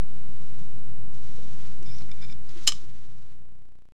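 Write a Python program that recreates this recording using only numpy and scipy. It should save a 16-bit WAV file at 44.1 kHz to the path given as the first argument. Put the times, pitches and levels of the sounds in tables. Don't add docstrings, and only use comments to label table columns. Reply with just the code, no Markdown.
import sys
import numpy as np
from scipy import signal
from scipy.fft import rfft, irfft
from scipy.io import wavfile

SR = 44100
rng = np.random.default_rng(int(sys.argv[2]) if len(sys.argv) > 2 else 0)


def dump(signal):
    limited = np.clip(np.atleast_2d(signal).T, -1, 1)
    pcm = np.round(limited * 32767).astype(np.int16)
    wavfile.write(sys.argv[1], SR, pcm)


def gain_from_db(level_db):
    decades = np.asarray(level_db, float) / 20
    return 10 ** decades


N = 176400

# pitch_hz, width_hz, level_db
STICK_MODES = [(1600, 200, -19.5), (2340, 68, -5.5), (3606, 55, -4), (4120, 70, -14), (5100, 106, -2),
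               (5500, 210, -14.5), (6760, 250, -16.5), (7300, 120, -20)]


def rms_one(x):
    return x / np.sqrt(np.mean(x ** 2) + 1e-20)


def coloured(x, points):
    hz = np.maximum(np.fft.rfftfreq(len(x), 1 / SR), 1)
    at_hz, db = np.transpose(points)
    gain = gain_from_db(np.interp(np.log(hz), np.log(at_hz), db))
    gain = gain * (hz > 15)
    return rms_one(irfft(rfft(x) * gain, len(x)))


def ring(x, hz, t60):
    radius = gain_from_db(-60 / (t60 * SR))
    angle = 2 * np.pi * hz / SR
    feedback = [1, -2 * radius * np.cos(angle), radius * radius]
    return signal.lfilter([0, np.sin(angle)], feedback, x + 1e-18)


def t60_of(width_hz):
    return np.log(1000) / (np.pi * width_hz)


def grains(rate, spread_db):
    sizes = gain_from_db(spread_db * np.minimum(rng.exponential(1, N), 4))
    signs = rng.choice([-1, 1], N)
    return rms_one(sizes * signs * (rng.random(N) < rate / SR))


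def room():
    # pitch_hz, level_db (per Hz)
    air = [(20, -49.5), (45, -36.5), (90, -26), (190, -33), (600, -44.5), (2000, -50.5), (6000, -61),
           (11000, -68)]
    # pitch_hz, width_hz, level_db
    hum = [(62.4, 3.2, -57), (113.2, 5.3, -51), (160, 42, -50.5), (340, 15, -68.5), (535.7, 7.9, -70.5),
           (676, 5, -78)]
    # pitch_hz, level_db (rms)
    whine = [(1024, -73), (2048, -75), (3072, -79.5), (4096, -79.5)]
    out = gain_from_db(-53) * coloured(rng.standard_normal(N), air)
    for hz, width_hz, db in hum:
        rung = ring(rng.standard_normal(N + SR), hz, t60_of(width_hz))[SR:]
        out += gain_from_db(db) * rms_one(rung)
    for hz, db in whine:
        cycles = hz * np.arange(N) / SR + rng.random()
        out += gain_from_db(db) * np.sqrt(2) * np.sin(2 * np.pi * cycles)
    return out


def yarn():
    # time_s, level_db, share of thin bright rustle (0-1)
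    slide = [(0, -67, 0.07), (.6, -63.5, 0.5), (.8, -68, 0.4), (1.09, -76, 0), (1.14, -61.5, 0.73),
             (1.65, -57.5, 0.35), (1.8, -62.5, 0.56), (2.3, -61.5, 0.8), (2.38, -66.5, 0.3),
             (2.5, -57.5, 0.46), (2.585, -47, .25), (2.655, -52.5, 0.93), (2.76, -50, 0.8),
             (2.87, -57.5, 0.37), (3.1, -57.5, .4), (3.35, -59.5, 0.26), (3.45, -74.5, .4),
             (4, -68.5, 0.37)]
    # pitch_hz, level_db (per Hz)
    full_colour = [(530, -47), (900, -5), (1010, -5.5), (1090, -3), (3720, -6), (6820, -15.5), (10500, -21),
                   (13600, -45), (22000, -120)]
    # pitch_hz, level_db (per Hz)
    thin_colour = [(1200, -25.5), (3300, -5), (3850, -0.5), (4300, -4), (5000, -5.5), (5700, -1.5),
                   (6800, -5), (10500, -23.5)]
    fibres_per_s, flicker_db, flicker_step = 6000, 2, 900
    s, db, share = np.transpose(slide)
    t = np.arange(N) / SR
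    thin = np.clip(np.interp(t, s, share), 0, 1)
    full_drag = coloured(grains(fibres_per_s, spread_db=3.5), full_colour)
    rustle = coloured(grains(fibres_per_s, spread_db=-0.5), thin_colour)
    drag = np.sqrt(1 - thin) * full_drag + np.sqrt(thin) * rustle
    knots = N // flicker_step + 2
    flicker = np.interp(np.arange(N) / flicker_step, np.arange(knots), rng.standard_normal(knots))
    return gain_from_db(np.interp(t, s, db) + flicker_db * flicker) * drag


def bumps():
    # start_s, peak_db, pitch_hz, t60_s
    pushes = [(1.379, -38, 490, 0.075), (1.813, -39, 349, 0.083), (2.026, -43, 340, .07),
              (2.238, -43.5, 328, 0.088), (2.525, -45, 340, 0.09), (2.557, -34.5, 338, 0.14),
              (2.609, -43, 326, .06), (2.688, -36, 480, 0.053), (2.68, -35, 233.8, .08),
              (2.825, -40, 340, 0.12), (3.046, -41.5, 340, 0.081)]
    out, t = np.zeros(N), np.arange(SR // 5) / SR
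    for s, db, hz, t60 in pushes:
        soft_start = np.minimum(t / 0.0099, 1)
        thud = gain_from_db(db - 60 * t / t60) * np.sin(2 * np.pi * hz * t)
        out[int(s * SR):][:len(t)] += thud * soft_start
    return out


def ticks():
    # start_s, peak_db, centre_hz
    touches = [
        (1.827, -44.5, 6000),
        (1.828, -45, 2600),
        (1.985, -38.5, 5100),
        (2.019, -44.5, 1080),
        (2.02, -43, 4000),
        (2.0919, -40.5, 1970),
        (2.23, -42.5, 1600),
        (2.492, -38, 5060),
    ]
    out, t = np.zeros(N), np.arange(SR // 5) / SR
    for s, db, hz in touches:
        burst = rng.standard_normal(len(t)) * gain_from_db(-60 * t / 0.021)
        rung = ring(burst, hz, 12.4 / hz)
        out[int(s * SR):][:len(t)] += gain_from_db(db) * rung / np.abs(rung).max()
    return out


def squeak(slips):
    # time_s, pitch_hz, level_db
    glide = [
        (1.86, 4990, -66),
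        (1.899, 5103, -55.5),
        (1.939, 5500, -53),
        (1.975, 5793, -52),
        (1.995, 5300, -56.5),
        (2.06, 5490, -70),
        (2.08, 5500, -91.5),
    ]
    t = np.arange(N) / SR
    s, hz, db = np.transpose(glide)
    low_pass = signal.butter(1, 116, fs=SR, output="sos")
    ragged = rms_one(signal.sosfilt(low_pass, slips))
    tone = np.sin(2 * np.pi * np.cumsum(np.interp(t, s, hz)) / SR)
    return gain_from_db(np.interp(t, s, db, -np.inf, -np.inf)) * ragged * tone


def stick():
    # start_s, length_s, level_db, brightness (dB per octave)
    scrapes = [(1.856, 0.024, -52.5, 2), (1.878, .018, -50, 1), (1.894, 0.063, -55, 3),
               (1.954, 0.031, -58, 0), (2.004, .016, -53.5, -11.5), (2.113, 0.011, -49, -5),
               (2.173, 0.068, -57.5, -3), (2.21, 0.023, -48, 1.5), (2.235, 0.013, -43.5, 0.8),
               (2.252, 0.051, -53, 5.5), (2.299, 0.023, -52, 4.3), (2.319, 0.012, -45, 1.5)]
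    attack_s, release_s, mode_spread_db, rasp_db = 0.002, 0.0096, 2.5, -17.5
    t = np.arange(N) / SR
    slips = grains(2500, spread_db=2.5)
    weights = mode_spread_db * rng.standard_normal((len(scrapes), len(STICK_MODES)))
    strokes = []
    for s, length, db, _ in scrapes:
        rise = (t - s) / attack_s
        fall = (s + length - t) / release_s + 0.5
        strokes.append(gain_from_db(db) * np.clip(np.minimum(rise, fall), 0, 1))
    strokes = np.array(strokes)
    tilts = np.array(scrapes)[:, 3]
    rasp = coloured(slips, [(600, -24), (1500, -1), (6000, 0.5), (10000, -12.5)])
    out = gain_from_db(rasp_db) * strokes.sum(axis=0) * rasp
    for (hz, width_hz, db), weight in zip(STICK_MODES, weights.T):
        t60 = t60_of(width_hz)
        push = gain_from_db(weight + tilts * np.log2(hz / 3600)) @ strokes
        even_out = np.sqrt(4 * np.log(1000) / (t60 * SR))
        out += gain_from_db(db - 5) * ring(slips * push, hz, t60) * even_out
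    return out + squeak(slips)


def taps():
    # start_s, peak_db, brightness (dB per octave)
    hits = [
        (1.878, -50, 1),
        (2.1155, -38, 0),
        (2.2245, -44, 3),
        (2.2475, -42, -5),
        (2.2975, -42, -10),
        (2.326, -41.5, 2.5),
    ]
    s, db, tilt = np.transpose(hits)
    out = np.zeros(N)
    for hz, width_hz, level_db in STICK_MODES:
        clicks = np.zeros(N)
        clicks[(s * SR).astype(int)] = gain_from_db(db + level_db + tilt * np.log2(hz / 3600))
        out += ring(clicks, hz, t60_of(width_hz))
    return signal.sosfilt(signal.butter(2, 1200, "high", fs=SR, output="sos"), out)


def clack():
    # start_s, peak_db, brightness (dB per octave)
    contacts = [
        (2.669, -26, 3.5),
        (2.671, -17, 2),
        (2.6747, -3, 2),
        (2.6791, -8, 2.5),
        (2.684, -13, -2.5),
        (2.6879, -17.5, 2.3),
        (2.6916, -17, -1.5),
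        (2.699, -23.5, -1),
        (2.7212, -18, -2.5),
    ]
    # pitch_hz, level_db, t60_s
    shuttle = [(596, -28, 0.036), (1208, -14, .015), (1775, -20.5, .015), (2290, -26, .03),
               (2970, -10, .04), (3084, -9, .045), (4122, -7.5, 0.019), (5165, -6, .026),
               (5900, -11.5, 0.012), (6680, -10.5, .018), (7286, -9, 0.014), (7520, -20.5, 0.043),
               (8800, -15.5, 0.016), (9880, -23.5, 0.029)]
    contact_spread_s, body_cut_hz = 0.0008, 850
    crack_db, crack_t60_s, crack_band_hz = -8, 0.036, (2350, 7500)
    tail_db, tail_t60_s, tail_ring_db = -19, 0.2, -4.5

    s, db, tilt = np.transpose(contacts)
    start, t = int(s[0] * SR), np.arange(SR // 2) / SR
    at = (s * SR).astype(int) - start
    body = np.zeros(len(t))
    lucks = rng.standard_normal((len(s), len(shuttle)))
    lags = rng.random((len(s), len(shuttle)))
    for (hz, level_db, t60), luck, lag in zip(shuttle, lucks.T, lags.T):
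        late = (lag * contact_spread_s * SR).astype(int)
        clicks = np.zeros(len(t))
        clicks[at + late] = gain_from_db(db + level_db + 1.7 * luck + tilt * np.log2(hz / 4000))
        body += ring(clicks, hz, t60)
    body = signal.sosfilt(signal.butter(2, body_cut_hz, "high", fs=SR, output="sos"), body)

    clicks = np.zeros(len(t))
    clicks[at] = gain_from_db(db + crack_db + tilt)
    crack = signal.fftconvolve(clicks, gain_from_db(-60 * t / crack_t60_s))[:len(t)]
    crack_band = signal.butter(3, crack_band_hz, "band", fs=SR, output="sos")
    crack *= signal.sosfilt(crack_band, rng.standard_normal(len(t)))

    echo = signal.lfilter([0.6], [1, -0.4], rng.standard_normal(len(t)))
    echo = echo * gain_from_db(-60 * t / tail_t60_s) * np.minimum(t / 0.004, 1)
    tail = signal.fftconvolve(crack + gain_from_db(tail_ring_db) * body, echo)[:len(t)]
    tail = gain_from_db(tail_db - 18.5) * tail
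    return np.pad(body + crack + tail, (start, N - start - len(t)))


def scene():
    return (room() + yarn() + bumps() + ticks() + stick() + taps() + clack())[None]


def below(x, cut_hz, loss_db=0):
    hz = np.fft.rfftfreq(N, 1 / SR)
    slope = np.clip((hz - cut_hz) / 1500 + 1, 0, 1)
    return irfft(rfft(x) * (hz < cut_hz) * gain_from_db(-loss_db * slope), N)


def half_rate(dry):
    narrow = below(dry, 10700)
    mirrored = narrow * (-1) ** np.arange(N)
    return narrow + gain_from_db(-0.5) * below(mirrored, 12700, 5.5)


def stepped_fade():
    last_sample, step_samples, steps = 172943, 1470, 60
    steps_left = np.ceil((last_sample - np.arange(N)) / step_samples)
    return np.clip(steps_left, 0, steps) / steps


def roll_off(x):
    return signal.sosfilt(signal.butter(12, 12680, fs=SR, output="sos"), x)


def record(dry):
    offset = -0.2385
    fade = stepped_fade()
    hiss = coloured(rng.standard_normal(N), [(300, -4), (3000, -1), (12000, -17.5)])
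    hiss = gain_from_db(-80.5) * hiss * (fade > 0)
    mix = (half_rate(dry) + offset) * fade + hiss
    return roll_off(mix)


dry = scene()
out = record(dry)
dump(out)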